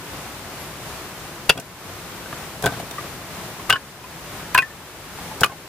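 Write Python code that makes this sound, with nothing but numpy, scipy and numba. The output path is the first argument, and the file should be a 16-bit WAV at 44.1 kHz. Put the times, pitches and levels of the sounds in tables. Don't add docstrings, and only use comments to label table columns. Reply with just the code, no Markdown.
import sys
import numpy as np
from scipy import signal
from scipy.fft import rfft, irfft, next_fast_len
from scipy.io import wavfile
from scipy.ndimage import uniform_filter1d, minimum_filter1d, map_coordinates
from numba import njit

SR = 44100
rng = np.random.default_rng(int(sys.argv[2]) if len(sys.argv) > 2 else 0)


def wrap_up_sound(samples):
    columns = np.atleast_2d(samples).T
    tamed = np.clip(columns, -1, 1)
    steps = np.round(tamed * 32767).astype(np.int16)
    wavfile.write(sys.argv[1], SR, steps)


N = 250488


def amp(db):
    return 10 ** (np.asarray(db) / 20)


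def unit_rms(x):
    return x / np.sqrt(np.mean(x ** 2) + 1e-20)


def log_interp(points, hz):
    point_hz, values = np.transpose(points)
    return np.interp(np.log(hz + 1), np.log(point_hz + 1), values)


def filtered(x, response):
    n_fft = next_fast_len(N + SR // 2)
    return irfft(rfft(x, n_fft) * response(np.fft.rfftfreq(n_fft, 1 / SR)), n_fft)[..., :N]


def stereo_noise(spectrum, correlation):
    def mid_side_gain(hz):
        angle = np.arccos(np.clip(log_interp(correlation, hz), -1, 1)) / 2
        return amp(log_interp(spectrum, hz)) * [np.cos(angle), np.sin(angle)]
    mid, side = filtered(rng.standard_normal((2, N)), mid_side_gain)
    return unit_rms(np.array([mid + side, mid - side]))


def damped_modes(hz, db, t60_s, left_lead_rad, t):
    offset_rad = left_lead_rad[:, None] * np.array([.5, -.5])[:, None, None]
    envelope = amp(db[:, None] - 60 * t / t60_s[:, None])
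    return np.sum(envelope * np.sin(2 * np.pi * hz[:, None] * t + offset_rad), axis=1)


# (frequency [Hz], relative density [dB])
HISS_SPECTRUM = [(12, -42), (20, -23), (44, -5.5), (161, -1), (231, -6.5), (380, -4.5), (425, -7.5),
                 (516, -7), (1120, -7.5), (4260, -16), (9540, -20), (11300, -20.5), (15300, -22)]
# (frequency [Hz], left-right correlation [-1..1])
HISS_CORRELATION = [(60, 0.95), (150, 0.96), (380, 0.98), (950, 0.89), (2380, 0.25), (5980, -0.14),
                    (15000, 0.018)]
# (frequency [Hz], left over right [dB])
HISS_BALANCE = [(60, 4), (240, 2.0), (950, 1.5), (3770, 1.5), (15000, 0)]
# (time [s], level [dB])
HISS_ENVELOPE = [(0, -35.5), (.9, -34.5), (1.4, -35), (2.4, -34.5), (3.2, -34.5), (4.4, -35), (5.68, -35.5)]


def hiss(drift_hz=8, drift_db=0.99):
    time_s, db = np.transpose(HISS_ENVELOPE)
    drift_points = rng.standard_normal(int(N * drift_hz / SR) + 4)
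    drift = map_coordinates(drift_points, [np.arange(N) * drift_hz / SR])
    level_db = np.interp(np.arange(N) / SR, time_s, db) + drift_db * drift
    noise = stereo_noise(HISS_SPECTRUM + [(15700, -70)], HISS_CORRELATION)
    balance = lambda hz: amp(log_interp(HISS_BALANCE, hz) * np.array([[.5], [-.5]]))
    return amp(level_db) * filtered(noise, balance)


# (time [s], length [s], frequency [Hz], level [dB])
TRILL = (.593, .046, 11300, -41)


def chirp():
    start_s, length_s, hz, db = TRILL
    t = np.arange(N) / SR - start_s
    pulses = np.abs(np.sin(3 * np.pi * np.clip(t / length_s, 0, 1))) ** 1.5
    return amp(db) * pulses * np.sin(2 * np.pi * hz * t)


# (frequency [Hz], t60 [s])
OVERHANG_DECAY = [(200, 0.15), (1500, 0.13), (5000, 0.1), (14000, 0.072)]


def overhang_echo(x, delay_samples=130):
    out = np.zeros((2, N + 2 * SR))
    for i in range(0, N, SR):
        hz, t, noise = signal.stft(rng.standard_normal((2, SR // 4)), SR, nperseg=128)
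        decay = amp(-60 * t / log_interp(OVERHANG_DECAY, hz)[:, None])
        tail = signal.istft(noise * decay, SR, nperseg=128)[1]
        wet = signal.fftconvolve(x[:, i:i + SR], tail / np.linalg.norm(tail[0]), axes=1)
        start = i + delay_samples
        out[:, start:start + wet.shape[1]] += wet
    return out[:, :N]


# (frequency [Hz], relative level [dB], t60 [s])
HOLLOW_MODES = [(445, -4, 0.043), (526, -3, 0.036), (684, 4.5, 0.022)]
# (frequency [Hz], relative level [dB], t60 [s])
SOIL_MODES = [(125.5, -9, 0.066), (162, -3, 0.051), (260, -4.5, 0.04)]


def ground_thud(push_db, bark_db, level_jitter, phase_jitter, t):
    hollow_db = push_db - 1.5
    soil_db = push_db - 10.5 - 0.26 * bark_db
    thud = np.zeros((2, len(t)))
    for modes, drive_db in ((HOLLOW_MODES, hollow_db), (SOIL_MODES, soil_db)):
        hz, db, t60_s = np.transpose(modes)
        mode_db = drive_db + db + 1.7 * level_jitter[:len(hz)]
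        thud += damped_modes(hz, mode_db, t60_s, .1 * phase_jitter[:len(hz)], t)
    return thud


# (frequency [Hz], relative density [dB])
BARK_SPECTRUM = [(300, -10), (1500, -36), (4000, -0.5), (7500, 1.5), (11000, 0), (16000, -6.5)]


def bark_noise(patch_db=2.5):
    noise = stereo_noise(BARK_SPECTRUM, correlation=[(1000, 0.82), (6000, 0.11)])
    bins = signal.stft(noise, nperseg=128)[2]
    patches = uniform_filter1d(rng.standard_normal(bins.shape[1:]), size=3, axis=0)
    patches = unit_rms(uniform_filter1d(patches, size=4, axis=1))
    return unit_rms(signal.istft(bins * amp(patch_db * patches), nperseg=128)[1][:, :N])


# (frequency [Hz], relative density [dB])
KNOCK_SPECTRUM = [(200, -16), (600, 2.5), (1400, 7), (3000, 3.5), (5000, -3), (9000, -48)]


def knock_noise():
    return stereo_noise(KNOCK_SPECTRUM, correlation=[(500, 1.0), (4000, 0.1)])


# (frequency [Hz], t60 [s])
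BENDING_MODES = [(820, 0.038), (880, 0.068), (1010, 0.14), (1070, 0.14), (1195, 0.086), (1416, 0.031),
                 (1460, 0.072), (1530, 0.079), (1675, 0.047), (1780, 0.085), (1950, 0.078), (2150, .04),
                 (2490, 0.078), (2690, 0.062), (2762, 0.026), (2820, 0.047), (2950, 0.053), (3330, 0.032),
                 (3470, 0.019), (3640, 0.036), (4120, 0.033), (4670, 0.02), (4900, .02), (5200, 0.028),
                 (5750, 0.032)]


def log_ring(low_hz, low_db, high_hz, high_db, t60_scale, level_jitter, phase_jitter, t):
    hz, t60_s = np.transpose(BENDING_MODES)
    near = lambda centre_hz, width: np.exp(-(np.log(hz / centre_hz) / width) ** 2)
    overtone = amp(-17.5) * near(1.7 * high_hz, 0.064)
    drive = amp(low_db) * near(low_hz, 0.033) + amp(high_db) * (near(high_hz, 0.024) + overtone)
    mode_db = 20 * np.log10(drive + 1e-6) + .5 * level_jitter
    left_lead_rad = hz / 3000 * (0.54 + 0.18 * phase_jitter)
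    return damped_modes(hz, mode_db, t60_s * np.clip(t60_scale, .1, 3), left_lead_rad, t)


# (time [s], low pitch [Hz], low level [dB], high pitch [Hz], high level [dB],
# t60 scale [x], ground push [dB], bark crackle [dB])
LOG_CONTACTS = [ (1.491, 880, -19, 1950, -20, 0.47, -25, -24),
                (1.494, 2720, -4.5, 4660, -2.5, 0.83, -17, -4), (1.498, 1406, -6, 3393, 3, 0.99, -11.5, -8),
                (1.503, 4930, -10, 2770, -5.5, 1.1, -18, -33), (1.518, 1430, -28, 2780, -24, .8, -32, -38),
                (1.553, 1010, -34, 2700, -42, .8, -18, -44), (1.571, 1195, -32, 2490, -30, 1, -17, -38),
                (1.576, 1416, -26, 3330, -18, 0.86, -28, -17),
                (1.586, 1530, -30, 2770, -24, 1.3, -14.5, -38), (1.598, 1530, -40, 2490, -32, 1, -22, -10),
                (2.258, 1530, -24.5, 2150, -38, 0.55, -34, -40),
                (2.327, 1195, -20.5, 1685, -17, 0.38, -26, -40),
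                (2.624, 1010, -35, 3470, -24, .56, -21, -12), (2.635, 820, -18, 1195, -28, 0.63, -31, -30),
                (2.640, 1550, -17, 3330, -24, 1.1, -9.5, -20),
                (2.647, 1530, -23, 1010, -19, 0.72, -15, -26),
                (2.659, 820, -17, 3480, -15, 1.5, -7.5, -9.5),
                (2.664, 1540, -9, 3470, -11, 0.65, -10.5, -21.5),
                (2.674, 1550, -16, 3640, -31, 0.84, -13, -27),
                (2.688, 1530, -23.5, 1195, -29, 1.3, -20.5, -42),
                (2.722, 880, -24, 3640, -26, 0.51, -19, -29), (2.737, 1530, -26, 3640, -40, 0.5, -25, -42),
                (2.772, 1010, -40, 2150, -42, .63, -19.5, -49),
                (2.799, 820, -26, 2950, -30, 0.54, -18, -23), (2.826, 1037, -43, 2690, -40, .8, -19, -50),
                (2.910, 1530, -41, 3610, -26.5, 1, -23.5, -16),
                (2.982, 1195, -17.5, 1950, -27, 0.78, -34, -49),
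                (3.594, 1070, -24, 2490, -42, 0.3, -26, -34), (3.694, 1195, -15, 2150, -23, 0.88, -22, -30),
                (3.698, 1195, -7, 1950, -15, .3, -19, -9), (3.703, 1560, -2.5, 2820, -4.5, 0.85, -32, -14),
                (3.707, 1410, -29, 3300, -9, .86, -20.5, -32), (3.715, 1195, -25, 2950, -17, .9, -22, -28),
                (3.726, 1560, -8, 2880, 0.5, .7, -24, -16), (3.733, 1090, -14, 2950, -8.5, 1.2, -21, -34),
                (3.742, 1090, -15, 1480, -13, 1, -28, -36), (3.753, 1070, -18, 2950, -24, 0.96, -32, -38),
                (3.758, 1480, -10, 1675, -15, 0.7, -28, -29), (3.762, 1660, -11, 2950, -21, 0.85, -41, -45),
                (4.040, 1010, -26, 2490, -28, 0.43, -46, -46),
                (4.546, 1010, -15.5, 2490, -12.5, 0.65, -32, -7.5),
                (4.549, 1010, -11, 1690, -1, 0.74, -22, -22), (4.560, 1530, -8, 3330, -31, 0.63, -22, -34),
                (4.577, 2490, -17, 2680, -1, 1.05, -26, -9), (4.579, 1070, -6, 2150, -2.5, 0.58, -27, -14),
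                (4.587, 1540, -2.5, 2490, -3, 0.72, -17, -15),
                (4.621, 1070, -29, 1950, -13, 0.53, -27, -22),
                (4.627, 1780, -12.5, 2690, -36, 0.97, -36, -40),
                (4.704, 1780, -26, 2690, -47, .6, -42, -46), (5.186, 820, -22, 2150, -40, .8, -37, -43),
                (5.312, 880, -23, 2150, -45, 0.75, -39, -46), (5.408, 880, -28, 2950, -40, .6, -27, -4),
                (5.416, 820, -14, 1530, -19, 0.49, -10.5, -29),
                (5.434, 1477, 3, 2950, -0.5, 0.23, -22, -13.5),
                (5.437, 1780, -14, 2950, -3.5, .5, -27, -19),
                (5.443, 1195, -8, 2490, -11, 0.72, -15.5, -10),
                (5.460, 1195, -18.5, 2950, -30, 0.96, -22, -20),
                (5.496, 1070, -27, 1530, -30, 1.2, -25, -46), (5.520, 820, -24, 2150, -34, 1.8, -24, -30)]


def falling_logs(knock_t60_s=0.034, crackle_t60_s=0.013, crackle_tail_t60_s=0.082, left_db=1.8):
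    t = np.arange(SR // 4) / SR
    knock, bark = knock_noise(), bark_noise()
    knock_decay = amp(-60 * t / knock_t60_s)
    bark_decay = amp(-60 * t / crackle_t60_s) + amp(-24 - 60 * t / crackle_tail_t60_s)
    pan = amp([[left_db / 2], [-left_db / 2]])
    jitters = rng.standard_normal((len(LOG_CONTACTS), 2, len(BENDING_MODES)))
    out = np.zeros((2, N + SR))
    for contact, jitter in zip(LOG_CONTACTS, jitters):
        time_s, low_hz, low_db, high_hz, high_db, t60_scale, push_db, bark_db = contact
        start = round(time_s * SR)
        n = min(len(t), N - start)
        ring_db = max(low_db, high_db)
        knock_db = 0.61 * ring_db + 0.39 * bark_db - 6
        blow = log_ring(low_hz, low_db, high_hz, high_db, t60_scale, *jitter, t)
        blow += ground_thud(push_db, bark_db, *jitter, t)
        blow[:, :n] += amp(knock_db) * knock_decay[:n] * knock[:, start:start + n]
        blow[:, :n] += amp(bark_db) * bark_decay[:n] * bark[:, start:start + n]
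        attack_s = 0.00044 * amp(-.6 * ring_db)
        out[:, start:start + len(t)] += blow * (1 - np.exp(-t / attack_s)) * pan
    return out[:, :N]


def scene():
    wood = falling_logs()
    echo = amp(-16.5) * overhang_echo(wood)
    return hiss() + chirp() + echo + wood


@njit
def duck_db(target_db, attack_s, recovery_db_per_s):
    gain_db, db = np.empty_like(target_db), 0.0
    for i in range(len(target_db)):
        if target_db[i] < db:
            db += (target_db[i] - db) / (attack_s * SR)
        else:
            db = min(db + recovery_db_per_s / SR, target_db[i])
        gain_db[i] = db
    return gain_db


def record(dry):
    threshold_db, depth_db, low_cut_hz, top_hz = -12, 6.5, 30, 16360
    power = uniform_filter1d(np.mean(dry ** 2, axis=0), size=220)
    level_db = 10 * np.log10(np.abs(power) + 1e-12)
    target_db = -depth_db / (1 + np.exp(-(level_db - threshold_db) / 0.28))
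    held_db = minimum_filter1d(target_db, size=4001, origin=2000)
    ducked = dry * amp(duck_db(held_db, attack_s=0.045, recovery_db_per_s=10.5))
    clipped = ducked / (1 + np.abs(ducked / 1.02) ** 8) ** (1 / 8)
    lowpass = lambda hz: np.cos(np.pi / 2 * np.clip((hz - top_hz + 500) / 600, 0, 1)) ** 2
    highpass = lambda hz: 1 / np.sqrt(1 + (low_cut_hz / (hz + 1)) ** 4)
    return filtered(clipped, lambda hz: lowpass(hz) * highpass(hz))


dry = scene()
out = record(dry)
wrap_up_sound(out)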